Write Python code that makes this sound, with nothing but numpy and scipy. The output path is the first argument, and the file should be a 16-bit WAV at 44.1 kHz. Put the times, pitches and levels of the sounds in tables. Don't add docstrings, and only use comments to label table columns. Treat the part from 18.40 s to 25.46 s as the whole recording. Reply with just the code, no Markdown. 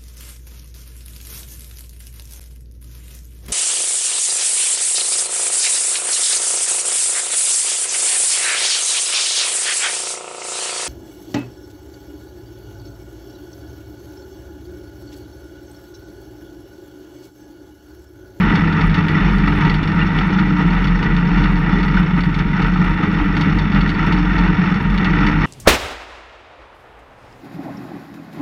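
import sys
import numpy as np
from scipy import signal
from scipy.fft import rfft, irfft, next_fast_len
from scipy.io import wavfile
from scipy.ndimage import uniform_filter1d, map_coordinates

SR = 44100
rng = np.random.default_rng(int(sys.argv[2]) if len(sys.argv) > 2 else 0)


def nominal_scale(level):
    x = np.asarray(level, float) / 20
    return 10 ** x


def transcribe(u):
    v = np.clip(np.atleast_2d(u).T, -1, 1)
    q = np.round(v * 32767).astype(np.int16)
    wavfile.write(sys.argv[1], SR, q)


N = 311346
T = np.arange(N) / SR


def unit(x):
    return x / np.sqrt(np.mean(np.abs(x) ** 2) + 1e-20)


def noise():
    return rng.standard_normal(N)


def shape(points):
    hz_points, db_points = np.transpose(points)
    return lambda hz: nominal_scale(np.interp(np.log(hz + 1), np.log(hz_points + 1), db_points))


def modes(table):
    def response(f):
        total = 0
        for k, (centre, width, db) in enumerate(table):
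            damping = 1j * f * width
            total = total + (-1) ** k * nominal_scale(db) * damping / (centre * centre - f * f + damping)
        return total
    return response


def filtered(x, response):
    m = next_fast_len(N + SR // 2)
    return unit(irfft(rfft(x, m) * response(np.fft.rfftfreq(m, 1 / SR)), m)[:N])


def wobble(rate):
    return map_coordinates(rng.standard_normal(int(N * rate / SR) + 4), [T * rate])


def swells(rows, rest_db, fall_share):
    total = nominal_scale(rest_db)
    for s, db, half_width in rows:
        width = half_width * np.where(T > s, fall_share, 1)
        total = total + nominal_scale(db) * np.exp(-((T - s) / width) ** 2)
    return 20 * np.log10(total)


def bursts(times, db, t60, rise):
    t = np.arange(SR // 8) / SR
    places = np.minimum(np.round(np.asarray(times) * SR).astype(int), N - 1)
    hits = np.bincount(places, nominal_scale(db), N)
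    decay = nominal_scale(-60 * t / t60) * (1 - np.exp(-t / rise))
    return np.abs(signal.fftconvolve(hits, decay)[:N])


def clicks(times, db, colour):
    hits = np.bincount(np.round(np.asarray(times) * SR).astype(int), nominal_scale(db), N)
    out = filtered(hits, shape(colour))
    return out * np.max(np.abs(hits)) / np.max(np.abs(out))


# (time [s], shaft speed [Hz], load [dB], grip of the cab mounts [dB])
ENGINE_RUN = [(0.0, 23.22, 2, -8.5), (0.5, 23.03, 0.5, -11), (0.88, 22.64, 1, -6), (1.1, 22.14, 1.5, -7.5),
              (1.35, 22.37, 2, 2.5), (1.8, 23.43, -1, 2), (2.05, 23.04, -2.5, 6.5), (2.42, 21.51, -1, 0.5),
              (2.7, 21.96, 2, 7.5), (3.08, 21.73, -1, 3), (3.5, 22.01, 1.5, 4.5), (3.96, 21.9, -4, 1),
              (4.4, 22.5, -1, 7.5), (5.0, 22.74, -1, -2), (5.45, 22.62, 2.5, -6), (5.75, 22.55, -3.5, 5),
              (6.3, 22.65, -0.5, 2), (7.06, 22.95, 2, -6)]


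def engine():
    s, *columns = np.transpose(ENGINE_RUN)
    return [np.interp(T, s, column) for column in columns]


def crank():
    return np.cumsum(engine()[0]) / SR


def each_turn(angle, per):
    return np.flatnonzero(np.diff(np.floor(per * (crank() - angle)))) / SR


# (time [s], peak level [dB], half width [s])
RUTS = [(0.06, -22.5, 0.25), (0.41, -21, 0.047), (0.59, -23, 0.042), (0.84, -22.5, 0.12),
        (1.08, -30, 0.047), (1.24, -20.5, 0.08), (1.62, -25.5, 0.059), (1.79, -21.5, 0.059),
        (1.99, -26, 0.16), (2.21, -18, 0.023), (2.37, -24, 0.13), (2.65, -33.5, 0.038), (3.04, -22, 0.1),
        (3.36, -26.5, 0.094), (3.58, -22.5, 0.027), (3.79, -19.5, 0.017), (4.0, -23, 0.029),
        (4.23, -20.5, 0.084), (4.47, -27.5, 0.089), (4.64, -18.5, 0.03), (4.8, -24.5, 0.067),
        (5.04, -25, 0.1), (5.2, -33.5, 0.028), (5.37, -22.5, 0.034), (5.71, -18.5, 0.12), (6.02, -19, 0.14),
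        (6.28, -24, 0.093), (6.66, -22.5, 0.043), (6.85, -20, 0.12), (7.05, -18.5, 0.033)]


def rut_surge():
    return swells(RUTS, rest_db=-28, fall_share=0.73)


# (frequency [Hz], width [Hz], level [dB])
PANEL_MODES = [(766, 29, -7.5), (837, 29, -2.5), (933, 36, 1), (1164, 27, -2), (1280, 109, 0),
               (1422, 66, 0), (1505, 19, 0.5), (1814, 72, -1.5), (1959, 46, 1.5), (2198, 49, -5.5),
               (2365, 83, -10.5), (2650, 29, -10), (2770, 20, -7), (3004, 100, -16.5), (3499, 65, -14),
               (3750, 70, -22.5)]
# (frequency [Hz], level [dB])
HOUSING_LOSS = [(300, -35.5), (550, -5.5), (750, -0.5), (4000, -1.5), (6300, -5), (6600, -19),
                (9000, -43.5), (16000, -80)]


def panels_heard(f):
    return modes(PANEL_MODES)(f) * shape(HOUSING_LOSS)(f)


# (frequency [Hz], level [dB per Hz])
HOUSING_AIR = [(5000, -40.5), (6500, 2.5), (7500, -2.5), (9000, -6), (10200, -1.5), (11000, -17.5),
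               (13000, -21), (14500, -30.5), (16500, -42)]


def housing_hiss():
    return filtered(noise(), shape(HOUSING_AIR))


# (time [s], peak level [dB], half width [s])
DRONE_SWELLS = [
    (1.15, -30.5, 0.19),
    (2.15, -26.5, .15),
    (3.0, -31.5, .3),
    (4.95, -27.5, .3),
    (5.95, -29, 0.36),
    (6.85, -24.5, 0.23),
]


def drone():
    tone = np.sin(2 * np.pi * 296 * T + 1.46 * wobble(5))
    return nominal_scale(swells(DRONE_SWELLS, -40, 0.91) + 2) * tone


# (time [s], peak level [dB], ticks in a row [count])
MOUNT_TICKS = [(0.0488, -46, 1), (0.1346, -49.5, 1), (0.4703, -40, 1), (0.5492, -47, 1), (0.6828, -50, 1),
               (0.9103, -43.5, 4), (1.0914, -42, 1), (1.1368, -42.5, 4), (1.3404, -44.5, 1),
               (1.5513, -46.5, 1), (1.8731, -41.5, 1), (2.185, -42.5, 1), (2.3461, -46.5, 1),
               (2.4129, -44, 1), (3.192, -45.5, 1), (3.4625, -46, 1), (3.601, -41, 1), (3.7813, -48, 1),
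               (3.8701, -46, 1), (3.9853, -47, 1), (4.2734, -41.5, 1), (4.3949, -47.5, 1),
               (4.4498, -43.5, 1), (4.4952, -45, 1), (4.5456, -49.5, 1), (5.0095, -45.5, 1),
               (5.1547, -46, 1), (5.6665, -42, 1), (6.4273, -40, 1), (6.5445, -47.5, 1)]


def treble():
    gap_s = .0238
    s, db = np.transpose([(s + k * gap_s, db) for s, db, count in MOUNT_TICKS for k in range(round(count))])
    valve, shake = each_turn(0.086, per=0.87), each_turn(.3, per=5)

    hiss = nominal_scale(-79.5 + 2.5 * wobble(22) + 2.5 * wobble(3.7))
    valve_db = -65 + 3 * rng.standard_normal(len(valve))
    hiss = hiss + bursts(valve, valve_db, t60=0.076, rise=.001)

    shake_db = -71 + 5 * rng.standard_normal(len(shake))
    crackle = bursts(shake + rng.uniform(0, .008, len(shake)), shake_db, t60=0.018, rise=.0002)
    tick = nominal_scale(-4.0) * bursts(s, db, t60=0.0077, rise=0.00012) + crackle
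    tick_colour = shape([(5000, -32.0), (7000, -3.5), (10000, 1.5), (13000, -7.5), (16000, -19)])
    return hiss * housing_hiss() + tick * filtered(noise(), tick_colour)


# (time [s], peak level
# [dB])
DRY_SNAPS = [(0.0159, -49), (0.0488, -54.5), (0.1356, -65), (0.1511, -61), (0.3092, -69.5),
             (0.3242, -64), (0.3825, -56.5), (0.4698, -50), (0.5157, -56), (0.5492, -48.5),
             (0.6828, -47.5), (0.7163, -50), (0.9103, -54), (0.9338, -50), (0.9592, -54.5),
             (0.9822, -53), (1.0166, -56), (1.0774, -65), (1.0909, -53), (1.1129, -56.5), (1.1363, -54),
             (1.1593, -57), (1.1832, -51.5), (1.2361, -59.5), (1.28, -58), (1.3404, -53),
             (1.5504, -50.5), (1.6761, -58), (1.7379, -57), (1.8507, -52), (1.8731, -55),
             (2.1844, -49.5),
             (2.3457, -52.5), (2.3886, -58.5), (2.4126, -57.5), (2.424, -57), (2.436, -52),
             (2.4565, -53), (2.5178, -65), (2.5513, -60), (2.6251, -57.5), (2.6555, -64), (2.685, -57),
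             (2.7149, -60), (2.7458, -62.5), (2.7857, -63.5), (2.8516, -57.5), (2.8805, -61),
             (2.885, -52.5), (2.9738, -60.5), (3.0182, -51), (3.0526, -63.5), (3.0985, -59.5),
             (3.122, -61.5), (3.1674, -57.5), (3.1923, -53), (3.2187, -52), (3.2362, -60.5),
             (3.339, -65), (3.3517, -57), (3.3854, -60), (3.4298, -62.5), (3.4622, -53),
             (3.4873, -59.5), (3.5191, -67.5), (3.567, -62), (3.6004, -50), (3.6722, -60),
             (3.7006, -66.5), (3.781, -53.5), (3.8039, -56.5), (3.8528, -52), (3.8703, -56.5),
             (3.9281, -65.5), (3.973, -62.5), (3.985, -57.5), (4.007, -57), (4.0528, -57.5),
             (4.1022, -58.5), (4.1287, -58.5), (4.186, -54.5), (4.2195, -53), (4.2723, -54.5),
             (4.3227, -58), (4.3781, -64.5), (4.3946, -53), (4.4494, -54.5), (4.4734, -60.5),
             (4.4953, -53), (4.5238, -61.5), (4.5452, -62.5), (4.6869, -54),
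             (4.6868, -53), (4.72, -60), (4.8534, -48), (4.8869, -55), (4.9173, -61), (5.0206, -51.5),
             (5.054, -54.5), (5.1548, -55), (5.1787, -58.5), (5.3546, -51.5), (5.4167, -54.5),
             (5.4915, -57), (5.5209, -51.5), (5.5543, -54), (5.6102, -62.5), (5.6666, -53),
             (5.6875, -59), (5.7095, -56.5), (5.8432, -66), (6.0213, -53), (6.0547, -60.5),
             (6.1111, -61.5), (6.3884, -58.5), (6.4084, -69), (6.4269, -54.5), (6.4782, -58.5),
             (6.5441, -62.5), (6.5551, -50), (6.6888, -52.5), (6.8629, -60.5), (6.8689, -53.5),
             (7.0225, -51)]


def snaps():
    s, db = np.transpose(DRY_SNAPS + [(0.0005, -39.5)])
    half = each_turn(.2, per=2)
    buzz_db = -62 + 4 * wobble(2.9)[(half * SR).astype(int)] + 3.5 * rng.standard_normal(len(half))
    cracks = clicks(s, db + 16, [(4000, -31), (7000, -6.5), (12000, -3.5), (16500, 0.0)])
    buzz = clicks(half, buzz_db, [(6000, -26.5), (8500, -6), (10200, 3.0), (13000, -3.5), (16000, -23.0)])
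    return cracks + buzz


# (time [s], peak level [dB], ringing mode [Hz])
HARD_KNOCKS = [(0.6827, -12, 1880), (0.9242, -22, 1940), (1.0773, -7, 1280), (1.1986, -11, 1260),
               (1.9853, -7, 1404), (2.0257, -10.5, 1215), (2.3649, -9.5, 1960), (2.9561, -13, 1345),
               (3.4809, -16, 1920), (3.5717, -7, 1505), (4.1319, -11, 1970), (4.358, -11, 1300),
               (4.4382, -15, 936.8), (4.6318, -10, 1280), (5.8979, -11, 1950), (5.9543, -10, 1871),
               (6.8667, -10.5, 900), (7.0168, -15, 1218)]
# (time [s], peak level [dB], frequency [Hz], t60 [s])
SMALL_TINKS = [
    (1.615, -19, 2800, .07),
    (1.787, -16, 2900, .012),
    (1.788, -19, 3300, .015),
    (1.985, -26, 3500, .06),
    (1.545, -21, 1500, .05),
]


def knocks():
    out, t = np.zeros(N + SR), np.arange(SR // 8) / SR
    rings = [(s, db - 5, hz, .035) for s, db, hz in HARD_KNOCKS]
    for s, db, hz, t60 in rings + SMALL_TINKS:
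        envelope = nominal_scale(db - 60 * t / t60) * (1 - np.exp(-t / 0.00023))
        out[round(s * SR):][:len(t)] += envelope * np.sin(2 * np.pi * hz * t)
    s, db, _ = np.transpose(HARD_KNOCKS)
    puff = filtered(noise(), panels_heard)
    return out[:N] + nominal_scale(-14.5) * bursts(s, db, t60=0.074, rise=0.00055) * puff


# (time [s], peak level [dB])
LINK_LANDINGS = [(0.1546, -19.5), (0.3258, -26), (0.4105, -26.5), (0.4968, -31.5), (0.5433, -21.5),
                 (0.684, -21.5), (0.9832, -28.5), (1.0728, -25.5), (1.209, -28), (1.249, -28), (1.296, -20),
                 (1.341, -22), (1.4303, -24.5), (1.475, -28), (1.7876, -25.5), (1.9884, -28), (2.3037, -31),
                 (2.4426, -23.5), (2.4706, -26), (2.588, -33), (2.628, -24), (2.7652, -26), (3.0394, -26.5),
                 (3.1564, -33), (3.2916, -32.5), (3.3852, -30), (3.4008, -33), (3.4291, -25),
                 (3.4796, -32.5), (3.5658, -28.5), (3.806, -25), (3.8364, -26.5), (3.927, -35.5),
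                 (3.9427, -26), (3.9898, -23.5), (4.2193, -24.5), (4.3358, -30.5), (4.951, -28.5),
                 (4.9671, -22), (4.9945, -31.5), (5.011, -19.5), (5.1866, -22.5), (5.3183, -28),
                 (5.3465, -28), (5.4082, -23.5), (5.477, -30), (5.4924, -21.5), (5.5405, -28.5),
                 (5.7239, -21.5), (5.766, -34.5), (5.983, -26), (6.3425, -31), (6.542, -29), (6.577, -23),
                 (6.645, -20), (6.8653, -19.5), (6.9137, -30.5), (6.9987, -33.5)]
# (frequency [Hz], level [dB per Hz])
LINK_STEEL = [(1290, -26.5), (2200, 6.5), (2430, -8), (2900, 1.5), (3180, -8), (3450, 1), (4150, -11.5),
              (4470, -0.5), (4950, -22.5), (5210, -12.5), (5420, -13), (5900, -25), (6300, -23),
              (8190, -57.5), (13900, -120)]


def clatter():
    s, db = np.transpose(LINK_LANDINGS)
    turn = each_turn(0.45, per=1)
    rattle_db = -41 + 5 * np.tanh(rng.standard_normal(len(turn)))
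    landing = bursts(s, db, t60=0.039, rise=0.00017)
    bounce = bursts(s + 0.0055, db - 10.5, t60=0.074, rise=0.00071)
    rattle = bursts(turn, rattle_db, t60=0.064, rise=0.00055)
    steel = filtered(noise(), shape(LINK_STEEL)) + nominal_scale(-31.5) * housing_hiss()
    return nominal_scale(-1.5) * (landing + bounce + rattle) * steel


# (time [s], peak level [dB], half width [s])
FRAME_SWELLS = [(0.08, -19, 0.047), (0.22, -20.5, 0.037), (0.48, -15, .05), (0.66, -37, 0.042),
                (0.84, -18, .05), (0.93, -19, .05), (1.09, -20, 0.098), (1.35, -23.5, 0.071),
                (1.63, -24, 0.072), (1.79, -21.5, .05), (2.03, -25, .1), (2.25, -20.5, 0.061),
                (2.47, -15.5, .12), (2.72, -19, .08), (2.98, -18.5, 0.11), (3.17, -20, 0.11),
                (3.44, -20, .06), (3.6, -19.5, .06), (3.8, -22.5, 0.085), (4.04, -17.5, 0.06),
                (4.3, -19, 0.078), (4.49, -19, 0.058), (4.86, -18, .08), (5.18, -17.5, .06),
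                (5.41, -15.5, 0.047), (5.7, -21.5, 0.29), (6.05, -19.5, 0.17), (6.52, -17, 0.054),
                (6.74, -21, 0.078), (6.96, -19.5, 0.16)]


def rocking():
    mount = signal.hilbert(filtered(noise(), lambda f: modes([(40.5, 4, 0)])(f) ** 2))
    both = np.exp(4j * np.pi * crank()) + nominal_scale(-4.0) * mount
    steadied = np.real(both / (np.abs(both) + 0.21))
    sway = nominal_scale(swells(FRAME_SWELLS, -30.5, 1)) * steadied
    return nominal_scale(-21.0) * filtered(sway, lambda f: np.abs(modes([(43, 24, 0)])(f)) ** 2)


# (time [s], peak level [dB])
HARD_FIRINGS = [(0.103, -8.5), (0.222, -1.5), (0.256, -13.5), (0.438, -7), (0.475, -10.5), (0.574, -2),
                (0.695, -6.5), (1.07, -11), (1.23, -6), (1.41, -8), (1.452, -9), (1.489, -13), (1.629, -17),
                (1.899, -6.5), (1.999, -7), (2.071, -3.5), (2.106, -6.5), (2.191, -13.5), (2.243, -3),
                (2.601, -11.5), (2.65, -9.5), (2.828, -4), (2.967, -5.5), (3.092, -10.5), (3.33, -0.5),
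                (3.597, -11), (3.733, -2), (3.865, 0), (3.962, -20), (4, -7), (4.048, -16), (4.1, -25),
                (4.185, -6.5), (4.228, -12.5), (4.323, -12.5), (4.387, -0.5), (4.498, -15), (4.591, -15),
                (4.632, -7), (4.669, -1), (4.729, -5.5), (4.811, -4.5), (4.854, -18), (4.924, -7),
                (5.057, 1), (5.147, -2), (5.203, -7), (5.3, -16), (5.338, -10), (5.422, -14.5), (5.667, -2),
                (5.727, -7), (5.916, -6.5), (5.973, -11.5), (6.086, -12), (6.182, -4), (6.307, -10.5),
                (6.355, -13.5), (6.406, -10.5), (6.447, -6)]


def thumping():
    lull_db, lull_s, lead_s = 8, 0.0049, 0.0069
    steady_share = 0.87
    s, db = np.transpose(HARD_FIRINGS)
    lull = sum(np.exp(-((T - a + lead_s) / lull_s) ** 2) for a in s)
    swell = nominal_scale(-4.0) * bursts(s, db + 8.5, t60=0.12, rise=0.009)
    return nominal_scale(-lull_db * lull) * (steady_share + swell)


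def levelled(x):
    evenness = 0.43
    quick, slow = (uniform_filter1d(np.abs(x), size=SR // n) for n in (60, 5))
    return x * (slow / (quick + .15 * slow)) ** evenness


# (multiple of shaft speed [ratio], level [dB])
STEADY_ORDERS = [(1, -47), (3, -48), (5, -44), (10, -43.5), (11, -45), (12, -45.5), (14, -40.5)]
# (level at mid speed [dB], slope [dB per Hz of speed], share [dB per dB of grip], drift [dB])
RESONANT_ORDERS = [
    (-30, 1.5, -0.28, 1.5),
    (-25, 1.5, -0.5, 2),
    (-24, -0.5, 1, 1),
    (-38.5, -9, -0.1, 3.5),
    (-26.5, 1, -0.05, 2.5),
    (-28, -0.7, -0.2, 1.9),
    (-39, 1.5, -0.06, 2),
]


def hum():
    pump = 6.64
    multiples = (4, 7, 8, 6, pump, 9, 13)
    speed, _, grip = engine()
    orders = []
    for k, (db, slope, share, drift) in zip(multiples, RESONANT_ORDERS):
        orders.append((k, db + slope * (speed - 22.5) + share * grip + drift * wobble(4.1)))
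    for k, db in STEADY_ORDERS:
        orders.append((k, db + 3 * wobble(2.2)))
    turns, total = crank(), 0
    for k, db in orders:
        phase = 0.033 * k * wobble(3.7) + rng.uniform(0, 2 * np.pi)
        total = total + nominal_scale(db + 4) * np.sin(2 * np.pi * k * turns + phase)
    return total


# (frequency [Hz], level [dB per Hz])
CAB_BOOM = [(20, -26), (40, -8), (60, -23), (100, -24), (130, -14), (150, -6), (175, -2.5), (205, -5),
            (240, -19), (275, -13.5), (350, -27), (480, -31.5), (700, -37.5), (1200, -91.5)]
# (frequency [Hz], width [Hz], level [dB])
CAB_RESONANCES = [(287, 7.8, -10.5), (324, 28, -14.5), (372, 14, -20.5), (410.7, 22, -20), (471, 20, -22)]


def boom():
    push = (1 + 0.12 * np.cos(2 * np.pi * crank())) * noise()

    def cab(f):
        ringing = np.abs(modes(CAB_RESONANCES)(f)) * (f > 250) / (1 + (f / 650) ** 6)
        return np.hypot(shape(CAB_BOOM)(f), ringing)

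    effort_db = 0.81 * engine()[1] + 0.4 * (rut_surge() + 26)
    return nominal_scale(effort_db - 18.5) * filtered(push, cab)


def roar_dips():
    depth_db, width_s = 2.5, 0.0042
    gaps = sum(np.exp(-((T - s) / width_s + 1) ** 2) for s, *_ in HARD_KNOCKS + LINK_LANDINGS)
    return nominal_scale(-depth_db * gaps)


# (frequency [Hz], width [Hz], level [dB])
COVER_MODES = [(3480, 47, 3), (4100, 61, -11.5), (4356, 110, -6), (4730, 72, -12.5), (5260, 160, -9),
               (5590, 110, -10.5), (6080, 180, -18.5)]
# (frequency [Hz], level [dB per Hz])
BETWEEN_MODES = [(450, -35), (600, -19), (1050, -10.5), (1700, -10.5), (2500, -14), (3300, -24),
                 (4200, -31), (5050, -43.5), (6000, -48), (6600, -48), (9000, -89.5)]


def roar():
    fire = each_turn(.1, per=4)
    size = rng.standard_normal((len(fire), 3))
    fire = np.abs(fire + .003 * size[:, 2])
    knock = bursts(fire, 1.5 + 1.2 * np.tanh(size[:, 0]), t60=.028, rise=.0005)
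    chatter = bursts(fire, 3 + 5 * size[:, 1], t60=0.072, rise=0.00046)

    def drive(blows):
        return (1 + blows) * nominal_scale(2.0 * np.tanh(wobble(150))) * noise()

    panels = filtered(drive(knock), panels_heard)
    panels = panels + nominal_scale(-4.5) * filtered(drive(knock), shape(BETWEEN_MODES))
    edges = shape([(2800, -30.0), (3400, 0.5), (6350, 3.5), (6700, -21.5), (9000, -47.0), (16000, -76.5)])
    covers = filtered(drive(chatter), lambda f: modes(COVER_MODES)(f) * edges(f))
    effort_db = 0.51 * (rut_surge() + 23) + 0.63 * engine()[1]
    return nominal_scale(effort_db - 25.5) * (panels + nominal_scale(-22.5) * covers)


def scene():
    cab = thumping() * levelled(hum() + boom())
    steel = roar_dips() * roar() + clatter() + knocks()
    close = treble() + snaps()
    return (cab + rocking() + steel + close + drone())[None]


def low_pass(x):
    return signal.sosfilt(signal.butter(12, 15800, fs=SR, output="sos"), x)


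def record(dry):
    ending = np.clip((N / SR - T) / .004, 0, 1)
    capsule = dry / (1 + np.abs(dry / .92) ** 6) ** (1 / 6)
    return low_pass(ending * capsule)


dry = scene()
out = record(dry)
transcribe(out)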